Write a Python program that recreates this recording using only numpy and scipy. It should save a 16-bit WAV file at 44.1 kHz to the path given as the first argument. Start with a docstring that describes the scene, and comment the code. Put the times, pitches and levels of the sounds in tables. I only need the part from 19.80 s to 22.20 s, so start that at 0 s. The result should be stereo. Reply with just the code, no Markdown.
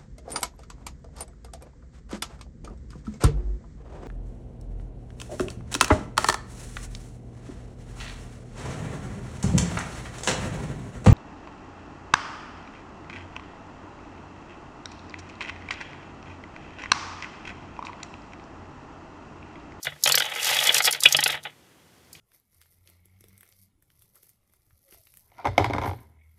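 """A hand turns the knob of a small plastic gumball toy on a table: ratchet and balls knock, then a ball
rolls rattling down the spiral chute and bounces out in the tray. Contact clicks ring the hollow base and
shell, crack in damped high bands and make the table top hum. Close walls answer with short echoes over
room tone and microphone noise. The recorder splits near 4 kHz and passes the lower part about 21 ms late."""
import sys
import numpy as np
from scipy import signal
from scipy.fft import rfft, irfft, next_fast_len
from scipy.io import wavfile
from scipy.ndimage import uniform_filter1d

SR = 44100
rng = np.random.default_rng(int(sys.argv[2]) if len(sys.argv) > 2 else 0)


def volts_from_decibels(level):
    """Turn decibel levels (scalar or array-like) into linear amplitude factors."""
    exponent = np.asarray(level, float) / 20
    return 10 ** exponent


def transcribe(u):
    """Save the signal u as a 16-bit wav file named by the first command-line argument.

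    u: samples, shape (n,) or (channels, n), limited to [-1, 1]; the rate is SR.
    q: integer samples, one column per channel.
    """
    v = np.clip(np.atleast_2d(u).T, -1, 1)
    q = np.round(v * 32767).astype(np.int16)
    wavfile.write(sys.argv[1], SR, q)


N = 105840  # samples, 2.4 s

# Knocks of plastic on plastic. Each row: start in seconds, then relative levels in dB of the crack,
# the shell ring, the hollow knock and the table thud.
KNOCKS = [(0.032, -34, -34.5, -51, -53), (0.046, -31, -23, -21.5, -44), (0.062, -56, -55, -43, -48),
          (0.099, -68, -60, -37, -47), (0.138, -69, -66, -42.5, -66), (0.225, -38, -45, -39, -61),
          (0.2358, -10, -9.5, -14, -55.5), (0.252, -20, -15.5, -15.5, -43),
          (0.2731, -15.5, -15, -14, -47.5), (0.289, -18, -15.5, -22.5, -49), (0.32, -12, -15.5, -17, -48),
          (0.352, -13, -13, -15.5, -46), (0.38, -17.5, -17.5, -15.5, -59), (0.3975, -22, -15.5, -21, -67),
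          (0.436, -41, -25.5, -27, -73), (0.452, -33.5, -30, -37, -54), (0.515, -42.5, -34, -30.5, -68),
          (0.536, -40, -33.5, -26, -65), (0.55, -31.5, -33, -30, -72), (0.575, -41.5, -22.5, -51, -71),
          (0.59, -47, -30, -52, -68), (0.605, -46.5, -31, -51, -57), (0.629, -24, -25, -45, -68),
          (0.644, -23, -25.5, -21, -63), (0.654, -28, -18.5, -37, -70), (0.661, -43, -26, -27.5, -64),
          (0.675, -25, -39, -23, -51), (0.69, -22.5, -20.5, -19, -54), (0.714, -41, -19, -43, -55),
          (0.737, -27, -20, -27.5, -58.5), (0.744, -21, -17, -22, -57), (0.765, -22.5, -12.5, -28, -52),
          (0.787, -27.5, -25.5, -23, -62), (0.838, -24, -19, -44.5, -64), (0.851, -23, -18, -23, -54),
          (0.869, -16, -9, -33, -54), (0.879, -30, -27, -16.5, -52.5), (0.928, -41, -15, -49, -53),
          (0.943, -12.5, -12, -23, -48.5), (0.959, -31, -31, -27, -64), (0.9803, -14.5, -17, -15, -51),
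          (1.021, -22, -28.5, -18, -67.5), (1.029, -26.5, -43, -38, -55), (1.039, -23.5, -31, -53, -63.5),
          (1.0445, -20, -37, -25, -66.5), (1.052, -13, -17.5, -25, -58.5), (1.065, -21, -41, -54, -61.5),
          (1.1089, -21, -24, -25.5, -73.5), (1.125, -18, -25.5, -28, -56.5), (1.2036, -22, -34, -30, -58),
          (1.215, -38, -29, -36, -59), (1.23, -40, -20, -19.5, -51), (1.2338, -12.5, -1, -15.5, -40.5),
          (1.286, -30.5, -29, -34, -70), (1.315, -31.5, -39, -44, -53), (1.3234, -13, -6.5, -15.5, -39),
          (1.3657, -14.5, -15, -20.5, -46.5), (1.404, -19.5, -16, -23, -52.5),
          (1.437, -12.5, -10.5, -16, -46), (1.476, -21, -15, -18.5, -47),
          (1.5027, -27.5, -20.5, -23.5, -59), (1.519, -32.5, -28, -25, -48),
          (1.529, -44, -31.5, -29.5, -66), (1.629, -53, -36, -27.5, -63), (1.635, -40.5, -40, -39, -61),
          (1.703, -58, -68, -52.5, -64.5), (2.3288, -38, -40.5, -75, -58)]
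KNOCK_S, CRACK_COLUMN, SHELL_COLUMN, HOLLOW_COLUMN, THUD_COLUMN = range(5)
# Rolling and rubbing between knocks. Each row: time in seconds, relative treble level in dB,
# relative body level in dB.
RUBBING = [(0, -71, -69), (0.028, -44, -46), (0.05, -39.5, -33), (0.09, -56.5, -46), (0.13, -61.5, -59),
           (0.2, -57.5, -57), (0.24, -42, -42), (0.42, -41.5, -35), (0.49, -49, -36), (0.6, -38, -33.5),
           (0.66, -31, -30), (0.8, -30, -26), (0.88, -30.5, -27), (0.92, -35, -27.5), (0.97, -22, -28.5),
           (1.01, -45, -44), (1.06, -18.5, -14.5), (1.09, -44.5, -42.5), (1.14, -35.5, -35.5),
           (1.19, -60, -53), (1.22, -37, -40), (1.28, -36, -34.5), (1.34, -42, -36), (1.5, -44.5, -37.5),
           (1.55, -44, -34), (1.6, -81.5, -70), (1.645, -49.5, -31), (1.69, -76.5, -65), (2.3, -69.5, -70),
           (2.35, -50, -57), (2.4, -65, -53)]
RUB_TREBLE_COLUMN, RUB_BODY_COLUMN = 1, 2
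# Modes of the hollow base. Each row: frequency in Hz, relative level in dB, 60 dB decay in seconds.
HOLLOW_MODES = [(230, -39.5, 0.017), (341, -31.5, 0.099), (481.7, -17.5, 0.032), (621.3, -18, 0.057),
                (714.4, -16, 0.027), (870, -11.5, 0.023), (989, -17.5, 0.013), (1268, -13.5, 0.015),
                (1515, -10.5, 0.016), (1887, -4.5, 0.0067), (2076, -3, 0.011), (2320, -11.5, 0.0078)]
# Modes of the plastic shell. Each row: frequency in Hz, relative level in dB, 60 dB decay in seconds.
SHELL_MODES = [(2441, -9.5, 0.0097), (2912, -7.5, 0.011), (3012, -7.5, .03), (3210, -8.5, 0.013),
               (3396, -5.5, 0.028), (3800, -8.5, 0.012)]
# Spectrum of the crack. Each row: frequency in Hz, relative level per Hz in dB.
CRACK_SPECTRUM = [(3500, -10), (4500, 6), (5300, 3.5), (6400, 2.5), (8700, -1.5), (11000, 1.5), (14500, -4),
                  (16000, -12.5)]
# Left-right likeness of the crack. 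Each row: frequency in Hz, likeness from 0 to 1.
CRACK_ALIKE = [(3500, 0.93), (6800, 0.85), (15000, 0.15)]
# Modes of the table top. Each row: frequency in Hz, relative level in dB, 60 dB decay in seconds.
TABLE_MODES = [(91.5, -23.5, 0.12), (146, -5.5, 0.29)]
# Spectrum of room tone and microphone noise. Each row: frequency in Hz, relative level per Hz in dB.
HISS_SPECTRUM = [(18, -48.5), (30, -26), (86, -3.5), (165, -5.5), (210, -9), (336, -9), (801, -15),
                 (866, -14.5), (14000, -26.5), (16000, -34.5)]
# Left-right likeness of that noise. Each row: frequency in Hz, likeness from 0 to 1.
HISS_ALIKE = [(60, 0.61), (380, 0.97), (2380, 0.13), (15000, 0.13)]

# Each knock is a short chatter of contacts: time constant of the rise, hold, time constant of the fall.
RISE_S, HOLD_S, FALL_S = 0.00053, 0.0018, 0.0037
# Contact sizes spread by this many dB per unit of an exponential draw; force is even over EVEN_S.
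BODY_CONTACTS_PER_S, BODY_CONTACT_SPREAD_DB = 5000, 7
CRACK_CONTACTS_PER_S, CRACK_CONTACT_SPREAD_DB = 12000, 2
EVEN_S = 0.0031
FIRST_DB, FIRST_S = 14, 0.00089  # hard contact: peak over the chatter's rms, delay into the knock
TICKS_PER_S, TICK_SPREAD_DB, RUB_SHARE = 110, 4.5, 1  # RUB_SHARE: steady rub over tick rms, a ratio
STRIKE_SPREAD_DB, CRACK_SPREAD_DB = 3, 3  # standard deviation of knock strength, per resonance or band
BODY_LOW_HZ, BODY_HIGH_HZ = 214, 3640  # band the body radiates
BODY_SIDE_DB, SIDE_DB_PER_OCTAVE = -36.5, -11  # side over mid from 1 kHz up; the side grows below
TABLE_LOW_HZ, TABLE_SIDE_DB, TABLE_SIDE_LAG_S = 70, -20.5, 0.002
ROOM_T60_S, ROOM_CUT_HZ, ROOM_DB = 0.1, 9400, -16.5  # decay at low frequency, where it shortens, gain
ROOM_WIDE_HZ = 3010  # well below this both channels share one room sound
HISS_DB = -56.5  # rms over both channels, re full scale
SPLIT_HZ, LOW_DELAY_S, CUTOFF_HZ = 4170, 0.0215, 16300


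def rms_one(x):
    """Scale a signal to unit rms."""
    return x / np.sqrt(np.mean(x ** 2) + 1e-20)


def marks_at(seconds, strengths):
    """Single-sample impulses at the given times."""
    marks = np.zeros(N)
    marks[(seconds * SR).astype(int)] = strengths
    return marks


def bursts(marks):
    """Each mark opens an envelope that rises, holds and falls."""
    t = np.arange(int(0.03 * SR)) / SR
    rise = 1 - np.exp(-t / RISE_S)
    fall = np.exp(-np.maximum(t - HOLD_S, 0) / FALL_S)
    return np.abs(signal.oaconvolve(marks, rise * fall)[:N])


def contacts(per_s, spread_db):
    """Dense uneven contact clicks that share out a steady force; rms 1."""
    sizes = volts_from_decibels(spread_db * np.minimum(rng.exponential(1, N), 4)) * rng.choice([-1, 1], N)
    clicks = sizes * (rng.random(N) < per_s / SR)
    local_power = np.abs(uniform_filter1d(clicks ** 2, int(EVEN_S * SR)))
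    return rms_one(clicks / np.sqrt(local_power + 0.01))


def hard_contacts():
    """One clean click early in each knock, pushing either way."""
    starts = np.array(KNOCKS)[:, KNOCK_S]
    return marks_at(starts + FIRST_S, volts_from_decibels(FIRST_DB) * rng.choice([-1, 1], len(starts)))


def rolling():
    """Envelope of the rolling ball: steady rub plus random small ticks; rms 1."""
    tick_sizes = volts_from_decibels(TICK_SPREAD_DB * rng.standard_normal(N))
    ticks = tick_sizes * (rng.random(N) < TICKS_PER_S / SR)
    return rms_one(RUB_SHARE + rms_one(bursts(ticks)))


def force(knock_column, rub_column, spread_db, roll):
    """Envelope of the force on one resonance: knocks of varied strength over the rolling."""
    knocks, rubbing = np.array(KNOCKS), np.array(RUBBING)
    strengths_db = knocks[:, knock_column] + spread_db * rng.standard_normal(len(knocks))
    marks = marks_at(knocks[:, KNOCK_S], volts_from_decibels(strengths_db))
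    rub_level = volts_from_decibels(np.interp(np.arange(N) / SR, rubbing[:, 0], rubbing[:, rub_column]))
    return np.hypot(bursts(marks), rub_level * roll)


def mode(drive, hz, t60):
    """A damped two-pole resonance that passes white noise at about unit power."""
    r, w = volts_from_decibels(-60 / (t60 * SR)), 2 * np.pi * hz / SR
    gain = np.sin(w) * np.sqrt(2 * (1 - r * r))
    return signal.lfilter([0, gain], [1, -2 * r * np.cos(w), r * r], drive + 1e-18)


def body(roll):
    """Shell and hollow base ring in their modes, neighbours in opposite phase."""
    out, hard = np.zeros((2, N)), hard_contacts()
    for column, modes in ((SHELL_COLUMN, SHELL_MODES), (HOLLOW_COLUMN, HOLLOW_MODES)):
        touch = contacts(BODY_CONTACTS_PER_S, BODY_CONTACT_SPREAD_DB) + hard
        for k, (hz, db, t60) in enumerate(modes):
            sign = (-1) ** k
            drive = touch * force(column, RUB_BODY_COLUMN, STRIKE_SPREAD_DB, roll)
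            ring = sign * volts_from_decibels(db) * mode(drive, hz, t60)
            octaves = min(np.log2(hz / 1000), 0)
            side = sign * volts_from_decibels(BODY_SIDE_DB + SIDE_DB_PER_OCTAVE * octaves)
            out += ring * (1 + side * np.array([[1], [-1]]))
    radiated = signal.butter(4, [BODY_LOW_HZ, BODY_HIGH_HZ], "band", fs=SR, output="sos")
    return signal.sosfilt(radiated, out)


def at_hz(points, hz):
    """Read a curve along log frequency."""
    points = np.array(points)
    return np.interp(np.log(hz), np.log(points[:, 0]), points[:, 1])


def pair(mid, side, alike):
    """Left and right from a shared and an unshared part."""
    alike = np.clip(alike, 0, 1)
    return np.sqrt((1 + alike) / 2) * mid + np.sqrt((1 - alike) / 2) * side * [[1], [-1]]


def stereo_band(drive, low, high, spectrum, likeness):
    """Filter a mid and a side noise to one band, with the level and width read at its centre."""
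    hz = np.sqrt(low * high)
    band = signal.butter(2, [low, high], "band", fs=SR, output="sos")
    mid, side = signal.sosfilt(band, drive)
    return volts_from_decibels(at_hz(spectrum, hz)) * pair(mid, side, at_hz(likeness, hz))


def crack(touch, other, roll):
    """The brittle top of each contact, in quarter-octave bands too damped to ring."""
    out, edges = 0, 3400 * 2 ** np.arange(0, 2.4, 0.25)
    for k, (low, high) in enumerate(zip(edges, edges[1:])):
        push = force(CRACK_COLUMN, RUB_TREBLE_COLUMN, CRACK_SPREAD_DB, roll)
        drive = (-1) ** k * np.array([touch, other]) * push
        out = out + stereo_band(drive, low, high, CRACK_SPECTRUM, CRACK_ALIKE)
    return out


def table():
    """Each knock pushes the table top through the toy's base, and its modes hum."""
    knocks = np.array(KNOCKS)
    push = bursts(marks_at(knocks[:, KNOCK_S], volts_from_decibels(knocks[:, THUD_COLUMN])))
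    hum = sum(volts_from_decibels(db) * mode(push, hz, t60) for hz, db, t60 in TABLE_MODES)
    side = volts_from_decibels(TABLE_SIDE_DB) * np.roll(hum, int(TABLE_SIDE_LAG_S * SR))
    hum = hum + side * np.array([[1], [-1]])
    return signal.sosfilt(signal.butter(4, TABLE_LOW_HZ, "high", fs=SR, output="sos"), hum)


def room(x):
    """Close walls: ten feedback delays a side, duller on every round."""
    size = next_fast_len(N + SR // 2)
    hz = np.arange(size // 2 + 1) * SR / size
    t60 = ROOM_T60_S / np.sqrt(1 + (hz / ROOM_CUT_HZ) ** 2)
    wet = np.zeros((2, len(hz)), complex)
    for k, lag in enumerate(rng.uniform(0.0025, 0.015, 20)):  # seconds; paths of about 1 to 5 m
        loop = volts_from_decibels(-60 * lag / t60) * np.exp(-2j * np.pi * hz * lag)
        wet[k % 2] += (-1) ** (k // 2) * loop / (1 - loop)
    wide = 1 / (1 + (ROOM_WIDE_HZ / (hz + 1)) ** 2)
    shared = wet.mean(axis=0)
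    wet = shared + wide * (wet - shared)
    return irfft(rfft(x, size) * wet, size)[:, :N]


def hiss():
    """Room tone and microphone noise: white noise shaped in half-octave bands."""
    out, edges = 0, 25 * 2 ** np.arange(0, 9.6, 0.5)
    white = rng.standard_normal((2, 2, N))  # neighbouring bands take separate noise
    for k, (low, high) in enumerate(zip(edges, edges[1:])):
        out = out + stereo_band(white[k % 2], low, high, HISS_SPECTRUM, HISS_ALIKE)
    return volts_from_decibels(HISS_DB) * rms_one(out)


def scene():
    """The toy on its table, the answer of the walls, and the noise behind them."""
    roll = rolling()
    fine = [contacts(CRACK_CONTACTS_PER_S, CRACK_CONTACT_SPREAD_DB) for _ in range(2)]
    toy = body(roll) + crack(*fine, roll) + table()
    return toy + volts_from_decibels(ROOM_DB) * room(toy.mean(axis=0)) + hiss()


def band_limit(x):
    """A steep low-pass at the top of the band."""
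    return signal.sosfilt(signal.butter(12, 16430, fs=SR, output="sos"), x)


def record(dry):
    """The band under the split arrives late; peaks clip, the top is cut."""
    low = signal.sosfilt(signal.butter(8, SPLIT_HZ, fs=SR, output="sos"), dry)
    high = signal.sosfilt(signal.butter(8, SPLIT_HZ, "high", fs=SR, output="sos"), dry)
    lag = int(LOW_DELAY_S * SR)
    lead_in = low[:, lag:0:-1]  # the opening, mirrored, fills the wait
    late_low = np.concatenate([lead_in, low[:, :N - lag]], axis=1)
    clipped = np.clip(high + late_low, -1, 1)
    top_cut = signal.cheby2(12, 60, CUTOFF_HZ, fs=SR, output="sos")  # 60 dB down from CUTOFF_HZ
    mix = signal.sosfilt(top_cut, clipped)
    return band_limit(mix)


dry = scene()
out = record(dry)
transcribe(out)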